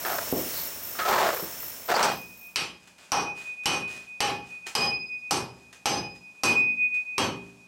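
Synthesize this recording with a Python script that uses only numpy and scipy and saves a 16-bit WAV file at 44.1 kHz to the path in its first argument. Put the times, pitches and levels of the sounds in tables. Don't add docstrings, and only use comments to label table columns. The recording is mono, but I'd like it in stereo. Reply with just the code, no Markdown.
import sys
import numpy as np
from scipy import signal
from scipy.fft import rfft, irfft, next_fast_len
from scipy.io import wavfile
from scipy.ndimage import uniform_filter1d

SR = 44100
rng = np.random.default_rng(int(sys.argv[2]) if len(sys.argv) > 2 else 0)


def bounce(signal):
    frames = np.transpose(np.atleast_2d(signal))
    limited = np.clip(frames, -1, 1)
    pcm = np.round(limited * 32767).astype(np.int16)
    wavfile.write(sys.argv[1], SR, pcm)


N = 338247
TIME = np.arange(N) / SR
TAIL = TIME[:SR]

# start in seconds; thud, midrange, clank, crack, ping and
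# cavity levels in dB; favoured steel note in Hz, its lift in dB; long ring's level in dB, its T60 in
# seconds, pause before the bar moves in seconds, beat rate in Hz; crumb level in dB.
HAMMER_BLOWS = [(2.028, -6.5, -8, -10.5, -4.5, -11, -11, 3300, 8, -43, 2.5, 0.057, 5.6, -72),
                (2.5589, -15.5, -16, -4.5, -8, -19, -21, 2720, 6, -54, 2, 0.037, 4.7, -50.5),
                (3.119, -8, 2, -11, -7, -17, 0, 5844, 25, -35.5, 3.2, 0.054, 6.4, -38),
                (3.6574, -2.5, -3, -3, 0, -23, -4.5, 3080, 13.5, -31, 1.6, 0.057, 4.93, -38),
                (4.2046, -8, -4, -2, -3.5, -16.5, 5, 3080, 5, -39.5, 2.65, 0.02, 6.5, -45),
                (4.752, -4, -2.5, -9.5, -2, 10, 2, 3120, 17.5, -28, 1.82, 0.066, 6.4, -75),
                (5.309, -2, -6, -12, -3.5, -14, -5, 6260, 2, -57, 3.8, 0.0012, 5.9, -53),
                (5.857, -.5, -2.5, -3, -1.5, 1.5, 7.5, 6210, 10.5, -41, 2.03, 0.083, 6.2, -65),
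                (6.4348, 2.5, -2.5, -8, -2, -8, -4.5, 2700, 12, -20, 2.46, 0.032, 5.72, -59),
                (7.1809, 3, -3, -5.5, -6.5, -28, -15, 3330, 9.5, -41, 1.4, 0.037, 4.8, -51)]
# frequency in Hz, relative level in dB, T60 in seconds.
STEEL_RESONANCES = [(2484, -5, .3), (2636, -6, .15), (2875, -9, .1), (3004, -3, .18), (3235, -5, .16),
                    (3495, -15, .12), (4000, -6, .18), (4445, -5, .18), (4580, -8, .1), (5000, -3, .015),
                    (5577, -2, .1), (5700, 1, .014), (6126, -5, .25), (6300, -6, .18), (6756, -16, .1),
                    (7285, -11, .12), (7720, -11, .08), (8258, -12, .08), (8530, -10, .08),
                    (9238, -18, .07), (9560, -17, .07), (9785, -14, .07), (11320, -15, .05),
                    (12875, -22, .04), (14540, -25, .04)]
# frequency in Hz, relative level in dB, T60 in seconds.
WALL_RESONANCES = [(73.5, -22, 1), (125.7, -18.5, 1), (182.5, -14.5, 1), (238.7, -16, 1),
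                   (290.4, -16, 0.99), (396, -8.5, 0.62), (920, -13, 0.62), (1120, -5, 0.27),
                   (1340, -2.5, 0.034)]
# frequency in Hz, relative level in dB, T60 in seconds.
CAVITY_RESONANCES = [(824, 0, .16), (868, -4, .08), (1740, -13, .25), (1836, -15, .25)]
# frequency in Hz, level in dB, T60 in seconds.
PING_PAIR = [(5005, 4, .55), (5021, 1, .55)]
# frequency in Hz, relative spectral density in dB.
CRUSH_SPECTRUM = [(45, -50.5), (75, -17), (130, 0.5), (250, 0.5), (430, 7.5), (610, -13), (900, 8),
                  (1400, 3.5), (2200, -4.5), (3200, 12), (4200, -19), (5600, 5.5), (8000, -10.5),
                  (11000, -18), (15500, -24.5)]
# frequency in Hz, T60 in seconds.
ROOM_DECAY = [(80, 0.63), (200, 0.53), (500, 0.47), (1200, 0.36), (3000, 0.35), (6000, 0.27), (14000, 0.3)]
# frequency in Hz, side level relative to mid in dB.
ROOM_WIDTH = [(100, -54), (1500, -72.5), (5000, -68), (15000, -40)]


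def hammer(crush_db=-9, steel_db=-28, wall_db=-31, cavity_db=-30, ping_db=-35, detune=0.0023):
    out, bands = np.zeros((2, N)), noise_bands(ROOM_WIDTH)
    echoes = [decay(at_hz(ROOM_DECAY, hz)) * (1 - np.exp(-TAIL * hz / 3)) for hz, _ in bands]
    tick = from_db(12) * decay(t60=0.011)
    steel_tilt, crush_tilt = [(6300, 0), (7500, 3)], [(4500, 0), (8000, -3)]
    for k, blow in enumerate(HAMMER_BLOWS):
        start, thud, middle, clank, crack, ping, cavity, favoured_hz, lift_db, *_ = blow
        tint = [(220, thud), (900, middle), (3300, clank), (6500, crack)]
        offset = k * (N - SR) // len(HAMMER_BLOWS)
        room, crush = np.zeros((2, 2, SR))
        for (hz, sound), echo in zip(bands, echoes):
            noise = sound[:, offset:offset + SR]
            room += noise * echo
            band_db = at_hz(CRUSH_SPECTRUM, hz) + at_hz(tint, hz) + at_hz(crush_tilt, hz)
            crush += from_db(band_db) * noise * (echo + tick * hz / (hz + 700))
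        room /= np.sqrt(np.sum(room ** 2) / 2)
        modes = []
        for hz, db, t60 in STEEL_RESONANCES:
            favour_db = lift_db * np.exp(-((hz - favoured_hz) / 170) ** 2)
            gripped_hz = hz * (1 + detune * rng.standard_normal())
            mode_db = db + at_hz(tint, hz) + at_hz(steel_tilt, hz) + steel_db + favour_db
            modes.append((gripped_hz, mode_db, t60))
        modes += [(hz, db + at_hz(tint, hz) + wall_db, t60) for hz, db, t60 in WALL_RESONANCES]
        modes += [(hz, db + cavity + cavity_db, t60) for hz, db, t60 in CAVITY_RESONANCES]
        modes += [(hz, db + ping + ping_db, t60) for hz, db, t60 in PING_PAIR]
        add(out, start, from_db(crush_db) * crush + struck_modes(modes, room))
    return out


def struck_modes(modes, room, direct_db=2):
    direct = sum(from_db(db) * np.sin(2 * np.pi * hz * TAIL) * decay(t60) / np.sqrt(t60)
                 for hz, db, t60 in modes)
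    reverberant = irfft(rfft(direct, 2 * SR) * rfft(room, 2 * SR))[:, :SR]
    return from_db(direct_db) * direct + reverberant


def chisel_ring(ring_hz=2487, reflection_db=-1.5, waver_db=-13, build_s=0.053, damped_t60=0.22):
    out = np.zeros(N)
    diffuse = unit_rms(bandpass(rng.standard_normal(N + SR), ring_hz - 16, ring_hz + 16))
    ends = [blow[0] for blow in HAMMER_BLOWS[1:]] + [N / SR]
    for (start, *_, db, t60, pause, beat_hz, _), end in zip(HAMMER_BLOWS, ends):
        slip = 2 * np.pi * beat_hz * np.maximum(TAIL - pause, 0)
        phase = 2 * np.pi * ring_hz * TAIL + slip / 2
        reflections = np.sin(phase - slip) + np.sin(phase - 1.4 * slip)
        note = np.sqrt(2) * (np.sin(phase) + from_db(reflection_db) * reflections)
        waver = from_db(waver_db) * diffuse[round(start * SR):][:SR]
        damping = decay(damped_t60, after_s=end - start)
        envelope = decay(t60) * (1 - np.exp(-TAIL / build_s)) * damping
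        add(out, start, from_db(db) * envelope * (note + waver))
    return out


# start in seconds, level in dB, T60 in seconds.
CHISEL_SHIFTS = [(2.875, -42, 0.053), (2.982, -49, 0.82), (3.636, -43, 0.086), (3.876, -40, 0.18),
                 (4.661, -43, 0.073), (4.667, -28.5, 0.12), (5.727, -40.5, 0.13), (6.15, -43, 0.064),
                 (6.349, -59, 0.23), (6.943, -46.5, 0.24)]
# frequency in Hz, relative spectral density in dB.
CRUMB_SPECTRUM = [(200, 11), (800, 19.5), (2500, 19), (4500, 15), (8000, 13.5), (12000, 1), (16000, -5.5)]


def crumbs(level_db=-5, echo_db=-1, fall_s=0.23, rise_s=0.076):
    flow = bursts(CHISEL_SHIFTS)
    for start, *_, db in HAMMER_BLOWS:
        add(flow, start + fall_s, 2 * from_db(db) * (1 - np.exp(-TAIL / rise_s)) * decay(t60=0.45))
    patter = flow * unit_rms(colour(grains(per_s=1400, spread_db=-2.5), CRUMB_SPECTRUM))
    room = rng.standard_normal(SR) * decay(t60=0.35)
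    echo = signal.fftconvolve(patter, room / np.linalg.norm(room))[:N]
    return from_db(level_db) * (patter + from_db(echo_db) * echo)


# frequency in Hz, relative spectral density in dB.
SAND_SPECTRUM = [(47, -60), (80, -19.5), (193, -9), (306, -10.5), (354, 1), (506, -0.5), (693, 4),
                 (754, -0.5), (1330, 2), (2650, -10), (3790, -12), (4300, -11.5), (7890, -19),
                 (12000, -30.5), (15600, -20), (22000, -120)]
# start in seconds, level in dB, T60 in seconds.
SHOVEL_BITES = [(.048, -31.5, 0.24), (.128, -42, 0.029), (.184, -26.5, 0.033), (.952, -45.5, 1),
                (.989, -26, 0.24), (1.059, -32, 0.062), (1.63, -45, .047), (1.888, -35, 0.026)]
# frequency in Hz, bandwidth in Hz, relative level in dB.
BLADE_RESONANCES = [(1283, 86, 29), (1630, 97, 3)]
# midpoint in seconds, half length in seconds, level in dB.
EDGE_RASPS = [(0.58, 0.06, -41.5), (1.958, 0.011, -20)]
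# start in seconds, level in dB, T60 in seconds.
LOAD_THUDS = [(.326, -17.5, 0.16), (.368, -30, 0.49), (1.425, -34.5, 0.2)]
# frequency in Hz, relative spectral density in dB.
THUD_SPECTRUM = [(40, -19), (120, -11.5), (220, 1.5), (450, -1), (750, -13.5), (1300, -25), (3000, -75)]


def shovel(slide_db=-2, hollow_db=-5.5, bite_db=-3, blade_db=3, thud_db=1, judder_db=2, rasp_hz=4400):
    pressure, hollow_hz = strokes()
    grit = grains(per_s=4000, spread_db=3.5)
    grind = unit_rms(colour(grit, SAND_SPECTRUM))
    hollow = unit_rms(resonate(grind, hollow_hz, width_hz=80))
    blade = unit_rms(sum(from_db(db) * resonate(grit, hz, width) for hz, width, db in BLADE_RESONANCES))
    edge = unit_rms(resonate(resonate(grit, rasp_hz, width_hz=700), rasp_hz, width_hz=1400))
    clods = unit_rms(colour(rng.standard_normal(N), THUD_SPECTRUM))
    judder = from_db(judder_db * unit_rms(bandpass(rng.standard_normal(N), 3, 65)))
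    slide = from_db(slide_db) * pressure * judder * (grind + from_db(hollow_db) * hollow)
    bite = from_db(bite_db) * bursts(SHOVEL_BITES) * (grind + from_db(blade_db) * blade)
    rasp = edge * sum(from_db(db) * np.exp(-((TIME - mid) / half) ** 2) for mid, half, db in EDGE_RASPS)
    thuds = from_db(thud_db) * bursts(LOAD_THUDS) * clods
    return slide + bite + rasp + thuds


# start in seconds, length in seconds, level in dB, release T60 in
# seconds, the hollow's highest note in Hz, its note at the stroke's end in Hz.
SHOVEL_STROKES = [(0.008, 0.16, -31, 0.56, 770, 666), (1.042, 0.23, -17, 0.46, 1020, 624),
                  (1.878, 0.2, -13, 0.21, 920, 840)]


def strokes(attack_s=0.093, sag_db_per_s=19.5, start_hz=660.0, sink_hz_per_s=1050):
    pressure, hollow_hz = np.zeros(N), np.full(N, start_hz)
    for start, length, db, t60, top_hz, end_hz in SHOVEL_STROKES:
        attack = np.minimum(TAIL / attack_s, 1)
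        hold = from_db(db - sag_db_per_s * np.minimum(TAIL, length))
        add(pressure, start, attack * hold * decay(t60, after_s=length))
        arch_hz = np.interp(TAIL, [0, 0.57 * length, length], [start_hz, top_hz, end_hz])
        sink_hz = sink_hz_per_s * np.maximum(TAIL - length, 0)
        hollow_hz[round(start * SR):][:SR] = np.maximum(arch_hz - sink_hz, end_hz / 2)
    return pressure, hollow_hz


def cricket(first_s=0.162, period_s=0.2568, spacing_s=0.0195, width_s=0.0048, emerge_db_per_s=1.3):
    chirp_time = (first_s + spacing_s - TIME) % period_s - spacing_s
    wings = sum(np.exp(-((chirp_time - k * spacing_s) / width_s) ** 2 / 2) * from_db(0.2 * k)
                for k in range(6))
    buzz = unit_rms(bandpass(bandpass(rng.standard_normal((2, N)), 12300, 15000), 12300, 15700))
    return from_db(emerge_db_per_s * TIME) * wings * buzz * from_db([[1.5], [-1.5]])


# time in seconds, level in dB.
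INSECT_LEVELS = [(0, -32), (.55, -29.5), (.8, -35.5), (1.3, -33), (1.75, -36.5), (2.05, -44.5),
                 (2.53, -52.5), (2.7, -103)]
# frequency in Hz, relative spectral density in dB.
CHORUS_SPECTRUM = [(24, -51), (40, 1.5), (189, -2), (269, 0.5), (320, -0.5), (663, 2), (810, -4.5),
                   (918, 2), (990, -2), (2000, -2), (2500, -3), (4800, -7), (5440, 0), (10400, -5),
                   (16000, 3.5)]
# frequency in Hz, side level relative to mid in dB.
CHORUS_WIDTH = [(60, -24), (110, -32), (200, -25), (380, -54), (700, -67), (1290, -18), (2380, -6.5),
                (4400, -0.5), (8120, -2), (15000, -2.5)]


def insects(hiss_db=-1, shrill_db=-9, whine_db=-13):
    mid, side = colour(rng.standard_normal((2, N)), CHORUS_SPECTRUM)
    hiss = (mid + colour(side, CHORUS_WIDTH) * [[1], [-1]]) / np.std(mid)
    hiss *= from_db([[-1.5], [1.5]])
    shrill = unit_rms(bandpass(bandpass(rng.standard_normal((2, N)), 12300, 17500), 12300, 17500))
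    whine = unit_rms(bandpass(rng.standard_normal((2, N)), 5350, 5450))
    chorus = from_db(hiss_db) * hiss + from_db(shrill_db) * shrill + from_db(whine_db) * whine
    times, levels_db = np.transpose(INSECT_LEVELS)
    fade = from_db(np.interp(TIME, times, levels_db, right=-np.inf))
    return fade * (chorus + cricket())


# frequency in Hz, relative spectral density in dB.
AIR_SPECTRUM = [(18, -55), (30, -5), (118, -15), (179, 2.5), (355, -9), (844, -5), (2170, -17.5), (2480, 1),
                (2830, -16), (6550, -13.5), (7090, -14.5), (12600, -25), (16000, -42)]


def room_air(level_db=-60.5):
    return from_db(level_db) * unit_rms(colour(rng.standard_normal(N), AIR_SPECTRUM))


def from_db(db):
    return 10 ** (np.asarray(db) / 20)


def unit_rms(x):
    return x / np.sqrt(np.mean(x ** 2) + 1e-20)


def at_hz(points, hz):
    freqs, values = np.transpose(points)
    return np.interp(np.log(hz), np.log(freqs), values)


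def decay(t60, after_s=0):
    return np.exp(-np.log(1000) * np.maximum(TAIL - after_s, 0) / t60)


def add(out, start_s, sound):
    start = round(start_s * SR)
    out[..., start:start + sound.shape[-1]] += sound[..., :N - start]


def bursts(rows):
    out = np.zeros(N)
    for start, db, t60 in rows:
        add(out, start, from_db(db) * decay(t60))
    return out


def grains(per_s, spread_db):
    sizes = from_db(spread_db * np.minimum(rng.exponential(1, N), 4)) * rng.choice([-1, 1], N)
    return unit_rms(sizes * (rng.random(N) < per_s / SR))


def bandpass(x, low_hz, high_hz):
    return signal.sosfilt(signal.butter(2, [low_hz, high_hz], "band", fs=SR, output="sos"), x)


def noise_bands(side_db):
    edges = 24 * 2 ** (np.arange(20) / 2)
    white = rng.standard_normal((2, 2, N))
    bands = []
    for k, (low, high) in enumerate(zip(edges, edges[1:])):
        mid, side = bandpass(white[k % 2], low, high)
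        hz = np.sqrt(low * high)
        bands.append((hz, mid + from_db(at_hz(side_db, hz)) * side * [[1], [-1]]))
    return bands


def colour(x, spectrum):
    size = 2 * next_fast_len(x.shape[-1] // 2 + 4096)
    hz = np.maximum(np.fft.rfftfreq(size, 1 / SR), 1)
    cepstrum = irfft(at_hz(spectrum, hz) * np.log(10) / 20)
    cepstrum[1:size // 2] *= 2
    cepstrum[size // 2 + 1:] = 0
    return irfft(rfft(x, size) * np.exp(rfft(cepstrum)))[..., :x.shape[-1]]


def resonate(x, hz, width_hz, block=256):
    hz, radius = np.broadcast_to(hz, N), np.exp(-np.pi * width_hz / SR)
    out, state = np.zeros(N), np.zeros(2)
    for i in range(0, N, block):
        part = slice(i, i + block)
        poles = [1, -2 * radius * np.cos(2 * np.pi * hz[i] / SR), radius ** 2]
        out[part], state = signal.lfilter([1, 0, -1], poles, x[part] + 1e-18, zi=state)
    return out * (1 - radius ** 2) / 2


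def scene():
    return insects() + shovel() + hammer() + chisel_ring() + crumbs() + room_air()


def limiter(x, ceiling_db=-19.5, release_db_per_s=110):
    power = uniform_filter1d(np.mean(x ** 2, axis=0), size=220)
    over_db = np.maximum(10 * np.log10(np.maximum(power, 1e-12)) - ceiling_db, 0)
    recovery_db = release_db_per_s * TIME
    reduction_db = np.maximum.accumulate(over_db + recovery_db) - recovery_db
    return x * from_db(-uniform_filter1d(reduction_db, size=90))


def record(dry, low_cut_hz=60, high_cut_hz=15900, saturation=0.18):
    lean = signal.sosfilt(signal.butter(4, low_cut_hz, "high", fs=SR, output="sos"), dry)
    limited = limiter(lean)
    rounded = limited / (1 + (limited / saturation) ** 6) ** (1 / 6)
    return signal.sosfilt(signal.ellip(12, .1, 80, high_cut_hz, fs=SR, output="sos"), rounded)


dry = scene()
out = record(dry)
bounce(out)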